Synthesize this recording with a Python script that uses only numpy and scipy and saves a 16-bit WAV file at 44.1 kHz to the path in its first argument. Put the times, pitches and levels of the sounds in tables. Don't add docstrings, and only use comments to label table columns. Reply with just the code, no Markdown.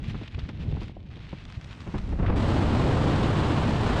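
import sys
import numpy as np
from scipy import signal
from scipy.fft import rfft, irfft
from scipy.io import wavfile
from scipy.ndimage import uniform_filter1d, minimum_filter1d

SR = 44100
rng = np.random.default_rng(int(sys.argv[2]) if len(sys.argv) > 2 else 0)


def generate_wav(sig):
    pcm = np.round(np.clip(np.atleast_2d(sig).T, -1, 1) * 32767).astype(np.int16)
    wavfile.write(sys.argv[1], SR, pcm)


N = 176400
TIME = np.arange(N) / SR
CUT_S = 2.358


def freefall():
    # (time [s], level [dB])
    roar_levels = [(2.36, -22), (2.9, -21.5), (3.55, -23), (4, -23)]
    # (frequency [Hz], relative level [dB])
    roar_tone = [(15, -11), (45, -4), (105, 2), (170, -5), (300, -8), (450, -14), (1000, -19.5),
                 (2100, -30), (3100, -31.5), (4200, -36.5), (6000, -46.5), (8200, -49), (9700, -60.5),
                 (15000, -79)]
    air = colour(rng.standard_normal(N), roar_tone)
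    bass, below_treble = lowpass(air, hz=220), lowpass(air, hz=680)
    sputter_db = wander(rate_hz=61)
    middle = (below_treble - bass) * amp(1.4 * sputter_db + wander(rate_hz=7.1))
    brighten_db = 2.5 * (TIME - CUT_S - 0.5)
    treble = (air - below_treble) * amp(0.94 * sputter_db + .5 * wander(rate_hz=7) + brighten_db)
    pounding = steady(unit(bass), rate_hz=14.7) * bass.std()
    return (pounding + middle + treble) * amp(level(roar_levels))


def gusts():
    # (time [s], level [dB])
    gust_levels = [(0, -35), (.12, -31.5), (.29, -44), (.39, -36), (.53, -37), (.71, -28), (.86, -37),
                   (.94, -42), (1.16, -40), (1.28, -42), (1.79, -41.5), (2.0, -33.5), (2.36, -24.5)]
    # (frequency [Hz], relative level [dB])
    rumble_tone = [(12, -21), (38, 2.5), (112, 1.5), (200, -6), (300, -13.5), (600, -33), (4000, -74)]
    swirl_tone = [(50, -18), (250, 9.5), (550, 0), (900, -4.5), (2500, -52), (9000, -68)]
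    gust_db = level(gust_levels)
    rumble = steady(colour(rng.standard_normal(N), rumble_tone), rate_hz=2.1)
    swirls = colour(rng.standard_normal(N) * (.5 + abs(rumble)), swirl_tone)
    top_db = gust_db.max()
    swirl_db = top_db - 18.5 + 1.03 * (gust_db - top_db)
    heave = lowpass(colour(rng.standard_normal(N), rumble_tone), hz=65)
    heave = steady(unit(heave), rate_hz=7.0)
    fade_in = np.clip((TIME - 1.94) * 65, 0, 1)
    return rumble * amp(gust_db) + swirls * amp(swirl_db) + heave * amp(-31.5) * fade_in


def thumps():
    # (time [s], level [dB], length [s])
    hits = [(.142, -33.5, 0.018), (.211, -37, .018), (.378, -35.5, 0.018), (.487, -37, 0.018),
            (0.767, -36.5, 0.011), (0.814, -38, 0.024), (.893, -36.5, .0082), (1.163, -42, 0.026),
            (1.328, -33, 0.014), (1.864, -37, 0.035), (1.939, -28, .03), (2.119, -33.5, 0.025),
            (2.186, -28.5, 0.027), (2.224, -26.5, .018)]
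    # (frequency [Hz], relative level [dB])
    hit_tone = [(25, -18), (170, 10), (350, -4), (900, -13), (2800, -32), (6000, -54), (12000, -96)]
    # (time [s], peak level [dB], pitch [Hz])
    puffs = [(0.088, -23, 127), (0.359, -23.5, 68.5), (0.44, -21, 65), (0.686, -19.5, 102),
             (0.735, -20.5, 116), (1.579, -25.5, 92), (2.111, -20, 54.6), (2.138, -18, 60)]
    out = np.zeros(N)
    for s, db, length_s in hits:
        add(out, s, amp(db) * burst(hit_tone, length_s, rise_s=0.0021))
    for s, db, hz in puffs:
        cycles = (TIME - s) * hz
        swell = np.exp(-(cycles / 0.66) ** 2)
        out += amp(db) * swell * np.cos(2 * np.pi * (cycles + rng.random()))
    return out


def passing_air():
    # (time [s], level [dB])
    hiss_levels = [(1.04, -84), (1.09, -80), (1.5, -58.5), (1.7, -54.5), (1.97, -51.5), (2.36, -57.5)]
    rush_levels = [(1.9, -63), (2.19, -40), (2.235, -29), (2.305, -26.5), (2.36, -32.5)]
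    # (frequency [Hz], relative level [dB])
    hiss_tone = [(400, 1.5), (1000, 2.5), (2500, -2.5), (5800, -13.5), (8500, -22), (9600, -32.5),
                 (11000, -30), (14000, -55)]
    rush_tone = [(80, 9.5), (300, 1.5), (950, -6.5), (2600, -21), (5000, -37.5), (12000, -93)]
    hiss = colour(rng.standard_normal(N) + amp(-4.5) * crinkles(), hiss_tone)
    air = colour(rng.standard_normal(N), rush_tone)
    dull = lowpass(air, hz=2170)
    treble_db = 57 * np.minimum(TIME - CUT_S, 0)
    rush = dull + (air - dull) * amp(treble_db)
    ragged_db = 3 * wander(rate_hz=60)
    return hiss * amp(level(hiss_levels)) + rush * amp(level(rush_levels) + ragged_db)


def parachute():
    # (time [s], level [dB])
    rustle_levels = [(0, -59), (.06, -48), (.14, -52), (.52, -56.5), (.7, -53), (.78, -54.5), (.85, -56),
                     (.93, -61), (1.02, -66), (1.11, -55.5), (1.33, -53), (1.45, -57), (1.8, -59.5)]
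    # (time [s], level [dB], length [s], brightness [dB per octave])
    snaps = [(0.04, -45.5, 0.0064, -0.5), (0.078, -56, 0.039, 5.5), (0.233, -46.5, 0.01, -4),
             (0.276, -44, 0.0068, 0), (.344, -44.5, 0.0062, -4), (0.389, -45, 0.017, 0.5),
             (0.452, -44.5, .006, -7), (0.488, -44.5, .012, -1), (0.807, -52, 0.062, 2),
             (0.881, -49, 0.0042, -1), (1.268, -51, .003, 0.5), (2.261, -38, 0.035, -6)]
    # (time [s], level [dB], length [s])
    crackles = [(1.439, -53, .002), (1.452, -45.5, .0034), (1.501, -46, .003), (1.523, -44.5, .0027),
                (1.612, -44.5, .0024), (1.644, -46, .003), (1.708, -50, .027), (1.803, -48.5, .017),
                (1.98, -43.5, .011)]
    # (frequency [Hz], relative level [dB])
    nylon_tone = [(150, -29), (700, -4), (1500, 0), (2500, 2), (3600, -1), (4600, -8.5), (5400, -14),
                  (8400, -28.5), (9800, -35), (15000, -51)]
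    crackle_tone = [(300, -9), (1200, 4.5), (3500, 0.5), (8400, -20.5), (9800, -36), (15000, -48)]
    rise_s, grain_db = 0.00061, 4
    flutter = unit(rng.standard_normal(N) * amp(3.0 * wander(rate_hz=22)))
    out = colour(flutter + amp(-4) * crinkles(), nylon_tone) * amp(level(rustle_levels))
    for s, db, length_s, tilt_db in snaps:
        add(out, s, amp(db) * burst(nylon_tone, length_s, rise_s, grain_db, tilt_db))
    for s, db, length_s in crackles:
        add(out, s, amp(db) * burst(crackle_tone, length_s, rise_s, grain_db))
    return out


def rigging():
    # (time [s], level [dB])
    knocks = [(.724, -33), (.967, -34.5), (1.329, -32)]
    # (frequency [Hz], relative level [dB])
    notes = [(330, 6), (520, 2), (740, 1), (980, -9)]
    rise_s, ring_s = 0.0013, 0.021
    shape = (1 - np.exp(-(TIME / rise_s) ** 2)) * amp(-60 * TIME / ring_s)
    out = np.zeros(N)
    for s, knock_db in knocks:
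        ring = sum(amp(knock_db + db) * np.sin(2 * np.pi * (hz * TIME + rng.random())) for hz, db in notes)
        add(out, s, shape * ring)
    return out


def crinkles():
    ticks_per_s, fade_s = 220, 0.00066
    starts = rng.random(N) < ticks_per_s / SR
    sizes = amp(4.5 * np.minimum(rng.exponential(1, N), 2))
    fades = signal.lfilter([1], [1, -np.exp(-1 / (fade_s * SR))], starts * sizes)
    return unit(fades * rng.standard_normal(N))


def burst(tone, length_s, rise_s, grain_db=0, tilt_db=0, size=8192):
    t = np.arange(size) / SR
    shape = (1 - np.exp(-(t / rise_s) ** 2)) * np.exp(-(t / length_s) ** 2)
    noise = rng.standard_normal(size) * amp(grain_db * wander(rate_hz=510)[:size])
    return unit(shape * colour(noise, tone, tilt_db)) * np.sqrt(length_s * SR / size)


def amp(db):
    return 10 ** (np.asarray(db) / 20)


def unit(x):
    return x / np.sqrt(np.mean(x ** 2) + 1e-20)


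def level(curve):
    return np.interp(TIME, *np.transpose(curve))


def colour(x, tone, tilt_db=0):
    octave = np.log2(np.fft.rfftfreq(len(x), 1 / SR) + 1)
    hz, db = np.transpose(tone)
    gain_db = np.interp(octave, np.log2(hz + 1), db) + tilt_db * octave
    return unit(irfft(rfft(x) * amp(gain_db), len(x)))


def lowpass(x, hz):
    return irfft(rfft(x) / (1 + (np.fft.rfftfreq(N, 1 / SR) / hz) ** 4), N)


def wander(rate_hz):
    return unit(lowpass(rng.standard_normal(N), rate_hz))


def steady(x, rate_hz):
    power = np.maximum(lowpass(x ** 2, rate_hz), 0)
    return x / np.sqrt(power + .1)


def add(mix, s, sound):
    part = mix[max(round(s * SR), 0):][:len(sound)]
    part += sound[:len(part)]


def scene():
    flight = gusts() + thumps() + parachute() + rigging() + passing_air()
    falling = np.clip((TIME - CUT_S) / .002, 0, 1)
    return ((1 - falling) * flight + falling * freefall())[None]


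def record(dry):
    ceiling, top_hz = 0.232, 14500
    allowed = np.minimum(1, ceiling / (abs(dry[0]) + 1e-9))
    gain = uniform_filter1d(minimum_filter1d(allowed, size=301), size=301)
    treble_cut = signal.firwin(511, top_hz, window=("kaiser", 9), fs=SR)
    return signal.oaconvolve(dry * gain, treble_cut[None], "same")


dry = scene()
out = record(dry)
generate_wav(out)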